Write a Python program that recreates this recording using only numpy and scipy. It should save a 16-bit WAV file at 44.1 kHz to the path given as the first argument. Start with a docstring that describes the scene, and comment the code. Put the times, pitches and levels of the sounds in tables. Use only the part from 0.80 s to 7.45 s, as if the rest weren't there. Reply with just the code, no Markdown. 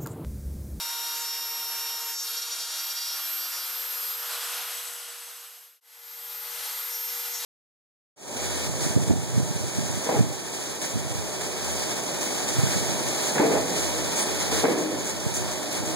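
"""First comes the whine of a router spindle, close to the microphone, its bit already cutting wood on a
small milling table. The motor fan roars and sings at 27 times the shaft speed, the flutes strike out
harmonics of the shaft, and a suction nozzle whistles near the work. The bit chatters after a corner and
lifts out near 3 s; the microphone draws back. All fades to silence at 5 s and returns from a second
microphone position, where the bit meets the wood again."""
import sys
import numpy as np
from scipy import signal
from scipy.io import wavfile
from scipy.ndimage import uniform_filter1d

SR = 44100
rng = np.random.default_rng(int(sys.argv[2]) if len(sys.argv) > 2 else 0)


def wav_out(sig):
    """Save sig, one row per channel (or a flat mono array), as 16-bit PCM at SR to the path in sys.argv[1]."""
    wavfile.write(sys.argv[1], SR, np.round(np.clip(np.atleast_2d(sig).T, -1, 1) * 32767).astype(np.int16))


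N = 293250
TIME = np.arange(N) / SR
CORNER_S, CHATTER_END_S = 1.36, 2.5
PULL_BACK_S, MOVE_S = 3.82, 5.006  # the microphone draws back, then takes its second position
SIDE = np.array([[.5], [-.5]])  # splits a left-minus-right difference between the channels


def gain_of(db):
    """Decibels to amplitude."""
    return 10 ** (np.asarray(db) / 20)


def unit_rms(x):
    """Scales to rms 1."""
    return x / np.sqrt(np.mean(abs(x) ** 2) + 1e-20)


def spectrum_at(points, hz):
    """Reads a spectrum on a log-frequency axis."""
    point_hz, value = np.transpose(points)
    return np.interp(np.log(hz + 1), np.log(point_hz + 1), value)


def curves(rows, t=TIME):
    """Every column of a table, interpolated at the times t."""
    times, *columns = np.transpose(rows)
    return [np.interp(t, times, column) for column in columns]


def held(rows, blend_s=0.03):
    """Every column of a table, held from one start to the next and blended at the change."""
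    starts, *columns = np.transpose(rows)
    row = np.maximum(np.searchsorted(starts, TIME, "right") - 1, 0)
    return uniform_filter1d(np.array(columns)[:, row], round(blend_s * SR), axis=1, mode="nearest")


def bumps(rows):
    """Sum of flat-topped bumps (time [s], length [s], height)."""
    return sum(height * np.exp(-(2 * (TIME - s) / length) ** 4) for s, length, height in rows)


def wander(hz):
    """Slow random motion up to about hz, rms 1."""
    points = rng.standard_normal(int(N / SR * 200) + 2)
    smooth = signal.lfilter(*signal.butter(2, min(hz, 90), fs=200), points)
    return np.interp(TIME * 200, np.arange(len(points)), unit_rms(smooth))


# Standing waves at the microphone: (frequency [Hz], left minus right [dB], left phase lead [rad])
STANDING_WAVES = [(470, -3, -0.46), (930, 1, 0.65), (1400, -2, -0.82), (2800, 0, 0.098),
                  (3750, -1.5, -0.0044), (4680, -2, 0.81), (5150, -0.5, 0.52), (5570, -0.5, 0.52),
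                  (7000, 3, 0.74), (12700, -0.4, -0.31)]


def tone(cycles, db, hz):
    """A sine of rms level db at a swaying hand-held stereo microphone; hz sets its place in the image."""
    wave_hz, lean_db, lead = np.transpose(STANDING_WAVES)
    phase = 2 * np.pi * (cycles + rng.random())
    phase = phase + SIDE * (np.interp(hz, wave_hz, lead) + 0.29 * wander(3.8))
    balance_db = np.interp(hz, wave_hz, lean_db) + 1.3 * wander(1.8)
    return np.sqrt(2) * gain_of(db + SIDE * balance_db) * np.cos(phase)


# The motor at the microphone: (time [s], fan whine [dB], next order up [dB], shaft hum [dB])
MOTOR_LEVELS = [(0.0, -41, -68, -66), (0.375, -37.5, -62, -61), (0.5, -40.5, -65, -63.5),
                (0.65, -36.5, -69, -61), (0.9, -36.5, -69, -60), (1.2, -38.5, -65, -59),
                (1.3, -36, -65, -57), (1.375, -44, -63.5, -64.5), (1.5, -36.5, -64.5, -59),
                (1.7, -43.5, -58, -60.5), (1.9, -47, -58, -63), (1.97, -41, -59, -68),
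                (2.05, -35.5, -61, -66), (2.18, -41, -63, -70), (2.3, -39.5, -64, -73),
                (2.55, -32, -60, -73), (2.75, -38, -54, -65), (2.95, -34.5, -62, -60.5),
                (3.3, -33, -71, -59.5), (3.55, -40.5, -57, -53), (3.9, -39.5, -60, -57.5),
                (4.3, -47.5, -53, -57.5), (4.8, -38.5, -52, -58.5), (5.15, -37, -46.5, -54),
                (5.3, -34, -45, -55), (5.6, -33.5, -48, -55), (5.78, -38.5, -42, -54),
                (5.9, -36.5, -45, -58), (6.0, -35, -48, -61), (6.1, -35.5, -47, -55),
                (6.25, -34, -47, -57.5), (6.5, -36, -46.5, -53.5), (6.56, -38, -47, -58),
                (6.65, -41, -47.5, -52)]
# Faint motor tones that never stop: (order [x shaft speed], level [dB])
FAINT_ORDERS = [(3, -60), (21, -62), (22, -62), (23, -63), (24, -62), (25, -61), (26, -61), (29, -68)]
FAN_BLADES = 27
RIPPLE_HZ, RIPPLE_DEPTH = 100, .07  # torque ripple at twice the mains frequency


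def motor(turns, shaft_hz):
    """The fan blades whine, shaken by torque ripple, over the hum of the unbalanced shaft."""
    whine_db, upper_db, hum_db = curves(MOTOR_LEVELS)
    blade_hz = FAN_BLADES * shaft_hz
    whine = tone(FAN_BLADES * turns + 0.025 * wander(12), whine_db + 0.8 * wander(40), blade_hz)
    whine *= 1 + RIPPLE_DEPTH * np.cos(2 * np.pi * RIPPLE_HZ * TIME + 1.2 * wander(25))
    upper = tone((FAN_BLADES + 1) * turns, upper_db + 1.5 * wander(12), blade_hz)
    hum = tone(turns, hum_db + 1.1 * wander(11), shaft_hz)
    faint = sum(tone(k * turns, db + 3.4 * wander(2.7), k * shaft_hz) for k, db in FAINT_ORDERS)
    return whine + upper + hum + faint


# Each leg of the tool path meets the wood its own way, in eight registers: (start [s], flute beat [dB],
# board drone [dB], lower ring [dB], 10th order [dB], 11th [dB], bit ring [dB], upper ring [dB], 15th [dB])
PATH_LEGS = [(0.0, -45.5, -47, -42, -63, -48, -40, -54, -50),
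             (0.34, -45, -46.5, -45, -49, -46, -42, -40, -46),
             (0.45, -49.5, -46.5, -45, -50, -42, -39, -47, -51),
             (0.66, -47.5, -48, -47, -59, -45, -39, -51, -53),
             (0.98, -48, -47, -45.5, -54, -44, -38, -48, -51),
             (1.2, -47, -46.5, -50, -58, -44.5, -41, -42, -49),
             (1.34, -56.5, -56, -48, -46, -43, -37.5, -37.5, -46),
             (1.45, -59, -47.5, -42.5, -46.5, -50, -41.5, -47, -48),
             (1.64, -59, -47, -44.5, -46.5, -50, -41.5, -44, -46.5),
             (2.0, -58, -47.5, -46, -45.5, -49.5, -42, -48, -50),
             (2.17, -56, -45.5, -43.5, -40, -44, -39.5, -48, -50),
             (2.27, -58, -47.5, -43.5, -45, -40.5, -38.5, -50, -60),
             (2.35, -67, -52, -56, -45, -52, -42, -53, -58),
             (2.41, -61, -45.5, -56, -52, -44, -44, -53, -58),
             (2.48, -65, -48.5, -51, -53, -54, -48, -56, -56),
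             (2.6, -67, -52, -51, -43.5, -52, -45, -55, -60),
             (2.68, -65, -58, -60, -60, -62, -52, -62, -66),
             (2.715, -61, -55, -61, -45.5, -47, -41.5, -59, -46),
             (2.8, -58, -50, -57, -45, -50, -50, -62, -62), (2.86, -71, -60, -60, -60, -70, -51, -70, -70),
             (2.97, -66, -56.5, -58, -72, -66, -84, -71, -82),
             (6.09, -62, -67, -64, -60, -52, -49, -50, -61),
             (6.32, -77, -56, -62, -54, -49, -56, -48.5, -60),
             (6.53, -69, -52, -57, -59, -52, -42.5, -41, -55),
             (6.6, -57, -47, -45, -52.5, -51, -51, -48, -58)]
# Harmonics of the cut: (order [x shaft speed], register [index], share along the first edge [dB],
# share after the corner [dB], share at the second position [dB])
CUT_HARMONICS = [(2, 0, 0, 0, 0), (4, 1, -10, -14, -7), (5, 1, -10, -12, -12), (6, 1, -5, -7, -10),
                 (7, 1, -7, -1, -7), (8, 2, -1, -2, -1), (9, 2, -8.5, -4, -6), (10, 3, 0, 0, 0),
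                 (11, 4, 0, 0, 0), (12, 5, 0, 0, 0), (13, 6, -11, -8, -9), (14, 6, -7, -6, -2),
                 (15, 7, 0, 0, 0), (16, 6, -11, -12, -12), (17, 6, -12, -14, -10)]
# At turns the contact slips round the bit and the cut sounds flat: (time [s], length [s], rate drop [Hz])
CONTACT_SLIPS = [(1.31, .03, 2), (1.362, .045, 5.2), (1.405, .02, 4), (1.45, .07, 1.5), (6.297, .025, 3.5),
                 (6.553, .04, 3.5)]
# The bit skips or digs in: (time [s], length [s], squeal change before weighting by order [dB])
SKIPS_AND_DIGS = [(.39, .04, -5), (.51, .08, 2.5), (1.2, .02, -5), (1.25, .045, -4), (1.32, .03, -3),
                  (1.475, .012, 4), (1.495, .014, -6), (1.52, .01, -9), (1.54, .025, 2), (1.56, .01, -11),
                  (1.585, .035, 7), (1.61, .008, -9), (1.625, .018, 6), (1.645, .014, -5),
                  (1.695, .016, -7), (1.73, .03, 7), (1.755, .012, -6), (1.765, .01, 3), (1.78, .018, -6),
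                  (1.805, .018, 5), (1.83, .02, 3), (1.875, .03, -5), (1.965, .012, -6), (2.0, .025, 4),
                  (2.025, .012, -6), (2.055, .01, -5), (2.08, .02, -6), (2.11, .04, 4), (2.14, .02, -9),
                  (2.165, .03, 4), (2.2, .02, -5), (2.4, .025, -8), (2.49, .025, -4), (2.55, .025, -5),
                  (2.69, .035, -11), (2.76, .03, 2), (6.148, .045, 7), (6.295, .035, 5.5), (6.553, .03, 5)]
# The board sounds the third order, loudest along the first edge: (time [s], level [dB])
BOARD_THIRD = [(0, -47.5), (.42, -47.5), (.47, -55), (.9, -52.5), (1.2, -52), (1.35, -60), (1.5, -56),
               (2.6, -58), (2.75, -53), (2.9, -70), (6.65, -70)]
# Faint tones one ripple frequency below the cut, on the first edge: (order [x shaft speed], level [dB])
RIPPLE_SIDEBANDS = [(12, -58), (14, -60), (16, -59), (17, -60)]


def cutter(turns, shaft_hz):
    """The flutes strike the wood every turn; uneven grain makes them stutter, most after the corner."""
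    register_db, slip_hz, bite_db = held(PATH_LEGS), bumps(CONTACT_SLIPS), bumps(SKIPS_AND_DIGS)
    strikes = turns - np.cumsum(slip_hz) / SR
    strikes += (.0015 + .002 * slip_hz) * wander(85)  # each chip breaks a little early or late
    past_corner = np.clip((TIME - CORNER_S) / 0.082 + .5, 0, 1)
    chatter = past_corner * np.clip((CHATTER_END_S - TIME) / .2, 0, 1)
    grain = wander(33)  # all orders feel the same fibres
    cut = tone(3 * strikes, curves(BOARD_THIRD)[0] + .7 * grain, 3 * shaft_hz)
    cut += (1 - past_corner) * sum(tone(k * turns - RIPPLE_HZ * TIME, db + 2.5 * grain, k * shaft_hz)
                                   for k, db in RIPPLE_SIDEBANDS)
    for k, register, first_db, later_db, second_db in CUT_HARMONICS:
        share_db = np.where(TIME > MOVE_S, second_db, first_db + past_corner * (later_db - first_db))
        share_db += bite_db * .85 * np.exp(-((k - 12) / 2.5) ** 2)  # the bit's ring feels bites most
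        fibres = np.minimum(.6 * grain + .8 * wander(35), .6)  # capped: drop-outs, no bursts
        stutter_db = min(k / 8, 1) * ((1 + 1.4 * chatter) * fibres + .6 * wander(85)) + .3
        level_db = register_db[int(register)] + share_db + stutter_db
        cut += tone(k * strikes + 0.012 * wander(33), level_db, k * shaft_hz)
    return cut


# Hollow bands that table, frame and walls give the air:
# (centre [Hz], width [Hz], close up [dB], drawn back [dB], at the second position [dB])
ROOM_BANDS = [(870, 46, -0.5, -4, 5), (1360, 260, 4, 2, 2.5), (2036, 113, 0, 1.5, 6),
              (2900, 340, 2.5, 4.5, 1.5), (3280, 90, 0, -1, 4), (4660, 1200, 1.5, -0.5, 1),
              (5050, 81, 4, 2, -4), (6440, 56, 1, 8.5, 5.5), (8400, 220, -2, -1, -1),
              (10400, 560, -0.5, 2.5, 0.5), (12400, 350, 0, 3, 2), (11500, 360, -1, -2, -2)]
# Bass at the microphone, below about 350 Hz: (time [s], level over the roar [dB])
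BASS_LIFT = [(0, 3.5), (1.0, 1), (1.5, -1), (2.9, -1), (3.5, -6.5), (4.4, 0.5), (5.0, -9), (5.01, 4),
             (6.0, 3.5), (6.65, 6.5)]


def room_colour_db(t, hz):
    """Nearby surfaces colour the rush of air differently wherever the microphone stands."""
    drawn_back = np.clip((t - PULL_BACK_S) / 0.44 + .5, 0, 1)
    colour_db = curves(BASS_LIFT, t)[0] * np.clip(np.log2(400 / (hz + 1)) / 0.21, 0, 1)
    for centre_hz, width_hz, close_db, back_db, second_db in ROOM_BANDS:
        band_db = np.where(t > MOVE_S, second_db, close_db + drawn_back * (back_db - close_db))
        colour_db += band_db * np.exp(-((hz - centre_hz) / width_hz) ** 2)
    return colour_db


# Strength of the moving air: (time [s], low roar [relative dB], high hiss [relative dB])
AIR_LEVELS = [(0.0, -39.5, -40), (0.4, -39.5, -40), (0.5, -41.5, -43.5), (1.13, -40.5, -41.5),
              (1.25, -40.5, -42), (1.345, -41, -41), (1.365, -46, -46.5), (1.41, -45, -45.5),
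              (1.46, -42, -41.5), (1.55, -40.5, -40.5), (2.13, -40.5, -41), (2.25, -41.5, -41),
              (2.4, -38.5, -40.5), (2.55, -39.5, -41), (2.8, -38.5, -41), (3.05, -39.5, -41.5),
              (3.3, -40, -41), (3.42, -39, -41.5), (3.55, -34, -38), (3.66, -35, -39), (3.79, -34.5, -38.5),
              (3.86, -38, -41), (4.05, -39, -42.5), (4.8, -40, -41.5), (5.15, -37, -39), (5.3, -40, -41),
              (5.8, -37, -39), (6.27, -42, -43), (6.4, -39.5, -41), (6.53, -41.5, -42),
              (6.65, -38.5, -38.5)]
# Spectrum of the moving air: (frequency [Hz], density [relative dB])
AIR_SPECTRUM = [(40, -58), (120, -50), (200, -50), (400, -32.5), (520, -27), (800, -19), (1400, -18.5),
                (2200, -19.5), (3000, -19.5), (3800, -16), (5600, -15), (7200, -18), (9000, -14.5),
                (11000, -17), (12000, -21), (13300, -21), (13900, -25), (15000, -33), (15700, -73)]
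# How alike the air sounds on both sides of the microphone: (frequency [Hz], correlation [0-1])
AIR_COHERENCE = [(60, 0.6), (180, 0.79), (550, 0.83), (1650, 0.94), (4970, 0.76), (15000, 0.77)]
# Where the air sits in the stereo image: (frequency [Hz], left minus right [dB])
AIR_BALANCE = [(60, 0), (150, 4), (380, -3), (950, -0.5), (2380, -0.5), (5980, 0.5), (9000, 2),
               (15000, -2.5)]
# Whistle of the nozzle mouth: (time [s], level over the air [dB])
NOZZLE_WHISTLE = [(0, 7), (.3, 3), (3.3, 5), (3.6, 10), (3.85, 0), (4.0, 13.5), (4.6, 11), (5.0, 8),
                  (5.9, 2), (6.2, -8), (6.5, -6), (6.65, 10)]
NOZZLE_HZ, NOZZLE_WIDTH_HZ = 7910, 110


def air_rush(turns):
    """Fan and suction drive a broad rush with the nozzle's whistle in it, pulsing once a shaft turn."""
    frames, hz = N // 128 + 5, np.fft.rfftfreq(512, 1 / SR)[:, None]
    t = np.arange(frames) * 128 / SR
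    left_re, left_im, apart_re, apart_im, patches = rng.standard_normal((frames, 257, 5)).T
    patches = unit_rms(uniform_filter1d(uniform_filter1d(patches, 8, 0), 25, 1))
    gusts = unit_rms(uniform_filter1d(rng.standard_normal(frames), 20))
    flutter_db = 0.81 * patches + 0.7 * gusts
    roar_db, hiss_db = curves(AIR_LEVELS, t)
    hiss_share = np.clip(np.log2((hz + 1) / 3300) / 0.54, 0, 1)
    level = gain_of(roar_db + hiss_share * (hiss_db - roar_db) + room_colour_db(t, hz) + flutter_db + 5)
    whistle = gain_of(curves(NOZZLE_WHISTLE, t)[0]) * np.exp(-((hz - NOZZLE_HZ) / NOZZLE_WIDTH_HZ) ** 2)
    coherence = spectrum_at(AIR_COHERENCE, hz)
    left = left_re + 1j * left_im
    right = coherence * left + np.sqrt(1 - coherence ** 2) * (apart_re + 1j * apart_im)
    noise = np.array([left, right]) * gain_of(SIDE[:, None] * spectrum_at(AIR_BALANCE, hz))
    colour = gain_of(spectrum_at(AIR_SPECTRUM, hz))
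    spectra = noise * colour / np.linalg.norm(colour) * level * np.hypot(1, whistle)
    rush = signal.istft(spectra, nperseg=512, noverlap=384)[1][:, :N]
    return rush * (1 + 0.12 * np.cos(2 * np.pi * turns))


def bass_dropouts(rush):
    """Random drop-outs, like an audio coder's, in the faint low rumble; it also dips around the fade."""
    lowpass = signal.butter(4, 170, fs=SR, output="sos")
    rumble = signal.sosfiltfilt(lowpass, rush, padtype="even", padlen=4000)
    dip_db = 12 * np.exp(-((TIME - MOVE_S) / .6) ** 2)
    rumble_db = 11 * np.minimum(wander(7), .6) - 3 - dip_db
    return rush + rumble * (gain_of(rumble_db) - 1)


# The suction motor's tone, high in the hiss: (time [s], pitch [Hz], level [dB])
VACUUM_MOTOR_TONE = [(0, 8760, -60), (.66, 8712, -56), (1.4, 8715, -58), (1.93, 8770, -60),
                     (2.52, 8805, -53), (2.94, 8868, -51), (3.36, 8912, -53), (3.9, 8918, -58),
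                     (5.0, 8918, -58), (5.46, 8913, -53), (6.3, 8882, -51), (6.65, 8862, -56)]


def vacuum_whine():
    """The suction motor's thin, fuzzy high whine, drifting at its own speed."""
    hz, db = curves(VACUUM_MOTOR_TONE)
    return tone(np.cumsum(hz) / SR + 0.06 * wander(30), db + 2.1 * wander(22), hz.mean())


# The load drags the shaft down; it recovers as the bit leaves the wood: (time [s], shaft speed [Hz])
SHAFT_SPEED = [(0.0, 468.85), (0.375, 468.13), (0.65, 466.85), (0.9, 466.9), (1.17, 467.14), (1.39, 466.74),
               (1.6, 467.35), (2.0, 468.75), (2.4, 469.87), (2.75, 472.01), (3.2, 474.13), (3.5, 475.02),
               (3.75, 475.36), (5.0, 475.36), (5.01, 474.58), (5.8, 474.53), (6.15, 473.63), (6.65, 472.81)]


def scene():
    """At close range: one shaft times motor, cut and the pulsing air; the vacuum whines on its own."""
    speed_hz = curves(SHAFT_SPEED)[0]
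    turns, mean_hz = np.cumsum(speed_hz) / SR, speed_hz.mean()
    spindle = motor(turns, mean_hz) + cutter(turns, mean_hz)
    return spindle + bass_dropouts(air_rush(turns)) + vacuum_whine()


FADE_S, BAND_LIMIT_HZ = 1.0, 15800
SECOND_BALANCE_DB = 0.95  # from the second position the machine stands further left


def record(dry):
    """A straight fade out and in across the change of microphone position, then the band limit."""
    moved = dry * gain_of(SIDE * SECOND_BALANCE_DB * (TIME > MOVE_S))
    faded = moved * np.clip(abs(TIME - MOVE_S) / FADE_S, 0, 1)
    lowpass = signal.firwin(511, BAND_LIMIT_HZ, window=("kaiser", 9), fs=SR)
    return signal.oaconvolve(faded, lowpass[None], "same")


dry = scene()
out = record(dry)
wav_out(out)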